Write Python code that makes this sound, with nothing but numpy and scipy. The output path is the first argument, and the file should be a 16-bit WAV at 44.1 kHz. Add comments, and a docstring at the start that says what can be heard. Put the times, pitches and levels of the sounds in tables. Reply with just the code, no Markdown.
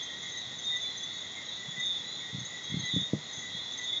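"""A night chorus. From the start, near tree frogs whistle, a lower-voiced kind peeps, and crickets chirp
above them with quick wing strokes. Leaves scatter these calls over far crowds and a steady hiss.
The hand-held camera takes a faint bump at 0.5 s, a few more near 1.7 s, then a cluster from 2.3 s.
The hardest lands at 3.1 s, two soft ones follow, and the animals call on to the end."""
import sys
import numpy as np
from scipy import signal
from scipy.fft import rfft, irfft, next_fast_len
from scipy.io import wavfile
from scipy.ndimage import map_coordinates

SR = 44100
rng = np.random.default_rng(int(sys.argv[2]) if len(sys.argv) > 2 else 0)


def master(y):
    """Save y as 16-bit WAV."""
    cut = np.clip(np.atleast_2d(y).T, -1, 1)
    pcm = np.round(cut * 32767)  # scale
    wavfile.write(sys.argv[1], SR, pcm.astype(np.int16))


N = 176400

# near frog whistles: start t/s, length t/s, pitch f/Hz, opening rise f/Hz, closing sag f/Hz, level/dB
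NEAR_WHISTLES = [ (-.08, 0.25, 3215, 8.5, 6.2, -50), (-.04, 0.086, 3425, 41, 5, -42),
                 (.30, 0.16, 3943, 136, 83, -44.5), (.32, 0.17, 3800, 49, 30, -45),
                 (0.345, .15, 4270, 76, 27, -60.5), (.44, 0.2, 3520, 47, 5, -48.5),
                 (0.616, .21, 3685, 40, 39.5, -34.5), (0.765, 0.25, 4035, 170, 5, -47.5),
                 (.795, 0.14, 3492, 10.6, 50, -35.5), (.87, 0.092, 4205, 110, 7, -56),
                 (0.999, 0.097, 3455, 97, 5, -40), (1.068, .15, 4360, 90, 5, -59),
                 (1.077, 0.17, 3800, 35, 7.7, -46), (1.204, 0.14, 3580, 8.7, 30, -49.5),
                 (1.222, 0.33, 3245, 50, 6, -56.5), (1.43, 0.18, 3950, 266, 147, -45.5),
                 (1.45, 0.078, 3825, 33, 25, -44.5), (1.502, 0.12, 4285, 120, 4.7, -58),
                 (1.5, 0.089, 3546, 22, 8.5, -43.5), (1.641, 0.11, 3420, 5.2, 8.2, -45),
                 (1.779, .22, 3684, 15, 41, -34.5), (1.83, 0.2, 3485, 5.3, 36, -37),
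                 (1.997, .24, 4025, 220, 4.1, -46), (2.127, 0.16, 3675, 30, 13, -43.5),
                 (2.262, .15, 3600, 8.1, 58, -45), (2.337, 0.14, 4270, 40, 5, -58.5),
                 (2.42, 0.093, 3845, 30, 2.8, -46.5), (2.568, .17, 3805, 20, 21, -51),
                 (2.64, 0.13, 3370, 130, 3.7, -41.5), (2.702, 0.22, 3260, 30, 4.4, -49),
                 (2.725, 0.15, 4260, 90, 4.5, -54), (2.784, 0.17, 3930, 100, 5, -42),
                 (2.881, 0.21, 3702, 29, 27, -34), (2.91, 0.125, 3487, 9.5, 39, -32.5),
                 (3.17, 0.18, 4145, 60, 10, -56), (3.202, 0.21, 3776, 38, 5.9, -47),
                 (3.365, 0.094, 3380, 31, 8, -44), (3.469, 0.26, 4045, 150, 30, -48),
                 (3.481, 0.26, 3410, 170, 7.2, -43), (3.501, 0.14, 3670, 45, 15, -43.5),
                 (3.734, 0.17, 3340, 120, 5.7, -56), (3.825, 0.27, 3703, 22.4, 38, -37),
                 (3.849, 0.14, 3473, 12, 44, -33.5)]
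# near frog peeps: start t/s, length t/s, lowest pitch f/Hz, level/dB
NEAR_PEEPS = [(.07, .12, 1889, -50), (0.217, 0.088, 2105, -50.5), (0.336, 0.092, 1985, -51),
              (.48, 0.11, 1865, -54), (.705, 0.099, 1972, -40.5), (0.844, 0.022, 2280, -52.5),
              (0.869, 0.059, 1977, -51), (1.332, 0.056, 2260, -59), (1.345, 0.085, 2108, -49.5),
              (1.569, 0.11, 1968, -47.5), (1.702, 0.095, 1870, -51.5), (1.76, 0.079, 1984, -39),
              (2.199, 0.046, 2220, -56), (2.22, .11, 1906, -49.5), (2.491, 0.13, 1967, -48),
              (2.703, 0.063, 2110, -48), (2.833, 0.076, 1986, -39), (3.25, 0.11, 1910, -53),
              (3.415, 0.1, 1984, -46), (3.783, 0.082, 1973, -41), (3.921, 0.068, 2090, -50.5)]
# cricket chirps of two rising strokes: middle of first stroke t/s, f/Hz, level/dB
RISING_CHIRPS = [(-.02, 6360, -41), (.238, 6290, -49), (.325, 6330, -44.5), (.595, 6260, -46),
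                 (.771, 6390, -43.5), (.983, 6260, -45), (1.807, 6390, -44.5), (2.403, 6430, -43.5),
                 (2.648, 6410, -48.5), (2.805, 6430, -42), (2.957, 6270, -52), (3.338, 6260, -47.5),
                 (3.372, 6310, -49), (3.732, 6300, -47), (3.787, 6410, -44.5)]
# cricket chirps of four falling strokes: middle of first stroke t/s, f/Hz, level/dB
FALLING_CHIRPS = [(.19, 6940, -50.5), (.56, 7020, -52.5), (.70, 6850, -52), (.93, 6990, -56),
                  (1.14, 6760, -49.5), (1.16, 6470, -55), (1.32, 6970, -53.5), (1.46, 6480, -54),
                  (1.6, 6830, -49), (1.73, 6980, -52), (1.89, 6500, -53), (2.045, 6860, -52.5),
                  (2.09, 6890, -51), (2.45, 6940, -52), (2.47, 6890, -49), (2.84, 7050, -61),
                  (2.92, 6870, -50), (2.94, 6580, -51.5), (3.245, 6900, -54.5), (3.3, 6530, -52),
                  (3.352, 6820, -44.5), (3.74, 6940, -55), (3.822, 6820, -49.5)]
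# bumps on the camera: t/s, peak level/dB
CAMERA_BUMPS = [(0.471, -45), (1.569, -55), (1.684, -39), (1.78, -41), (2.33, -37), (2.346, -29.5),
                (2.382, -35), (2.415, -37.5), (2.699, -38.5), (2.72, -32.5), (2.742, -23), (2.769, -26.5),
                (2.796, -32.5), (2.835, -36.5), (2.938, -27), (2.964, -20.5), (2.975, -26.5), (3.014, -34),
                (3.134, -15.5), (3.376, -41), (3.548, -39)]
# tones the camera body rings at: f/Hz, relative level/dB, t/s to fade by 60 dB
BODY_TONES = [(150, -10.5, 0.21), (201.7, -1.5, 0.081), (297, 1.5, 0.031), (456, 8, 0.0096)]
# how strong each pitch is in each far crowd: f/Hz, relative level/dB
FAR_WHISTLE_SPECTRUM = [(3100, -32), (3230, -11.5), (3350, 0), (3500, 1.5), (3700, -4), (3830, -0.5),
                        (3950, -11.5), (4150, -13.5), (4400, -24.5), (4600, -35)]
FAR_PEEP_SPECTRUM = [(1780, -29), (1850, -6), (1910, 2), (1990, 0.5), (2060, -2.5), (2150, -7.5),
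                     (2350, -32)]
FAR_CRICKET_SPECTRUM = [(5700, -17.5), (6100, -7.5), (6400, -4), (6520, 3.5), (6630, -3), (6800, 3),
                        (7000, -5), (7120, -10), (7400, -14)]
# how the far frog crowds swell and fade: t/s, level/dB
FAR_WHISTLE_LOUDNESS = [(0, -41.5), (.6, -42.5), (1.3, -43.5), (1.55, -43.5), (2, -43), (2.5, -43.5),
                        (2.9, -41), (3.15, -48), (3.6, -42), (4, -42.5)]
FAR_PEEP_LOUDNESS = [(0.0, -52.5), (0.34, -50), (0.53, -54), (0.78, -53), (0.91, -52), (1.26, -51.5),
                     (1.39, -51), (1.79, -54.5), (2.04, -52.5), (2.16, -54.5), (2.28, -50.5), (2.73, -50),
                     (2.96, -53), (3.21, -54), (3.42, -51), (4.0, -54)]
# tone colour of the hiss: f/Hz, relative level/dB
HISS_SPECTRUM = [(25, -26.5), (50, -11), (85, 5.5), (130, 9.5), (190, 8.5), (280, 6), (500, 4), (1000, 2),
                 (1700, -1), (2700, -2), (5000, -3), (6500, 1), (7100, -9.5), (7700, -19), (8300, -42.5),
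                 (8600, -56)]

FLUTTER_DB = 1.85  # how much a near frog's loudness trembles


def whistling_frogs(waver_hz=4.9):
    """Each whistle scoops up to its pitch, holds, and sags as the call runs out."""
    out = np.zeros(N)
    for start, length, hz, scoop, sag, db in NEAR_WHISTLES:
        u = progress(length)
        pitch = hz - scoop * (1 - u) ** 3 - sag * u ** 2 + waver_hz * wobble(60, len(u))
        loudness = amp(db + FLUTTER_DB * wobble(90, len(u)))
        add(out, start, loudness * note(pitch, shape=0.48))
    return out


def peeping_frogs(dip_hz=36):
    """Short, low peeps whose pitch dips in the middle."""
    out = np.zeros(N)
    for start, length, hz, db in NEAR_PEEPS:
        u = progress(length)
        pitch = hz + dip_hz * (2 * u - 1) ** 2
        loudness = amp(db + FLUTTER_DB * wobble(120, len(u)))
        add(out, start, loudness * note(pitch, shape=0.52))
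    return out


def crickets(chirps, strokes, spacing_s, stroke_s, glide_hz, shape):
    """Each chirp is a few wing strokes, and each stroke is a short sliding tone."""
    out, u = np.zeros(N), progress(stroke_s)
    for time, hz, db in chirps:
        for k in range(strokes):
            pitch = hz + glide_hz * (u - .5) + 40 * wobble(370, len(u))
            stroke = amp(db + rng.normal()) * note(pitch, shape)
            add(out, time + k * spacing_s - stroke_s / 2, stroke)
    return out


def camera_bumps(contact_s=.00041, shudder_db=5, shudder_fade_s=0.14):
    """Soft pushes make the camera body ring briefly; harder ones are shorter, so they sound brighter."""
    out, t = np.zeros(N), np.arange(SR // 4) / SR
    hardest_db = max(db for _, db in CAMERA_BUMPS)
    low_cut = signal.butter(4, 112, "high", fs=SR, output="sos")
    lead = SR // 200  # samples before the push peaks
    push_t = np.arange(-lead, lead) / SR
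    for time, db in CAMERA_BUMPS:
        ring = np.zeros(len(t))
        for hz, tone_db, fade_s in BODY_TONES:
            fade = amp(tone_db + rng.normal(0, 0.5) - 60 * t / fade_s)
            pitch = hz * (1 + 0.09 * rng.normal())
            ring += fade * np.sin(2 * np.pi * pitch * t)
        # the housing's many other tones blur into noise
        ring += amp(shudder_db - 60 * t / shudder_fade_s) * rng.standard_normal(len(t))
        width_s = contact_s * (1 + (hardest_db - db) / 11.5)  # doubled at 11.5 dB below the hardest
        push = np.exp(-.5 * (push_t / width_s) ** 2)
        bump = signal.sosfilt(low_cut, signal.fftconvolve(ring, push))
        add(out, time - lead / SR, amp(db) * bump / np.abs(bump).max())
    return out


def foliage(calls, fade_s=0.39):
    """Leaves and trunks scatter the calls into a short tail of echoes."""
    t = np.arange(SR // 2) / SR
    tail = rng.standard_normal(len(t)) * amp(-60 * t / fade_s)
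    return signal.fftconvolve(calls, tail / np.linalg.norm(tail))[:N]


def crowd(spectrum, length_s, scoop_hz, blur_hz, count):
    """Far animals take turns, each at its own pitch and distance, blurred on the way through the trees."""
    out, low, high = np.zeros(N), spectrum[0][0], spectrum[-1][0]
    golden = (np.sqrt(5) - 1) / 2  # steps of this size spread the pitches evenly
    for k, (late, detune, stretch, bend, near) in enumerate(rng.random((count, 5))):
        hz = low + (high - low) * ((k * golden + detune / 10) % 1)
        u = progress(length_s * (.5 + stretch))
        pitch = hz + scoop_hz * bend * (.5 - (1 - u) ** 2) + blur_hz * wobble(116.1, len(u))
        start = (k + late) / count * (N / SR + length_s) - length_s
        db = level_at(spectrum, hz) + 3.5 * (2 * near - 1)  # nearer is louder
        add(out, start, amp(db) * note(pitch, shape=0.6))
    return unit(out)


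def far_chorus(cricket_db=-57):
    """Distant crowds of both frogs swell and fade, while the distant crickets hold steady."""
    whistles = crowd(FAR_WHISTLE_SPECTRUM, length_s=.14, scoop_hz=56, blur_hz=19.6, count=900)
    peeps = crowd(FAR_PEEP_SPECTRUM, length_s=.08, scoop_hz=-29.5, blur_hz=13.5, count=520)
    chirps = crowd(FAR_CRICKET_SPECTRUM, length_s=.025, scoop_hz=-72, blur_hz=20, count=1500)
    frogs = amp(curve(FAR_WHISTLE_LOUDNESS)) * whistles + amp(curve(FAR_PEEP_LOUDNESS)) * peeps
    return frogs + amp(cricket_db) * chirps


def hiss(db=-50):
    """Night air and the microphone make a steady hiss."""
    noise = filtered(rng.standard_normal(N), lambda hz: amp(level_at(HISS_SPECTRUM, hz)))
    return amp(db) * unit(noise)


def note(pitch, shape):
    """A pure tone that follows a pitch path, swelling and fading; a bigger shape narrows the swell."""
    swell = np.abs(np.sin(np.linspace(0, np.pi, len(pitch)))) ** shape
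    return np.sqrt(2) * swell * np.sin(2 * np.pi * np.cumsum(pitch) / SR)


def progress(length_s):
    """Run from 0 to 1 over the length of a call."""
    return np.linspace(0, 1, max(int(length_s * SR), 2))


def wobble(rate, size):
    """A smooth curve through `rate` random values a second."""
    return map_coordinates(rng.standard_normal(256), [np.arange(size) * rate / SR], mode="wrap")


def amp(db):
    """Turn decibels into a number to multiply by."""
    return 10 ** (np.asarray(db) / 20)


def unit(x):
    """Scale a sound to an average strength (rms) of 1."""
    return x / np.sqrt(np.mean(x ** 2) + 1e-20)


def level_at(spectrum, hz):
    """Look up the level at a pitch, blending between rows on a log scale."""
    pitches, levels = np.transpose(spectrum)
    return np.interp(np.log(hz + 1), np.log(pitches + 1), levels)


def curve(rows):
    """Join (time, level) points with straight lines."""
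    return np.interp(np.arange(N) / SR, *np.transpose(rows))


def filtered(x, gain):
    """Turn each frequency up or down by its gain."""
    size = next_fast_len(N + SR // 2)
    hz = np.fft.rfftfreq(size, 1 / SR)
    return irfft(rfft(x, size) * gain(hz), size)[:N]


def add(out, start_s, sound):
    """Mix a sound in at its start time, dropping what does not fit."""
    i = int(round(start_s * SR))
    a, b = max(i, 0), min(i + len(sound), N)
    if b > a:
        out[a:b] += sound[a - i:b - i]


def scene():
    """Mix the near callers, their echoes, the far chorus, the hiss and the bumps into one channel."""
    frogs = whistling_frogs() + peeping_frogs()
    insects = crickets(RISING_CHIRPS, strokes=2, spacing_s=.057, stroke_s=.029, glide_hz=195, shape=1.1)
    insects += crickets(FALLING_CHIRPS, strokes=4, spacing_s=.037, stroke_s=.028, glide_hz=-120, shape=3.7)
    echoes = foliage(amp(-15) * frogs + amp(-5.5) * insects)
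    return (frogs + insects + echoes + far_chorus() + hiss() + camera_bumps())[None]


def record(dry, top_hz=8400):
    """The camera keeps no sound higher than top_hz."""
    return filtered(dry[0], lambda hz: hz < top_hz)[None]


dry = scene()
out = record(dry)
master(out)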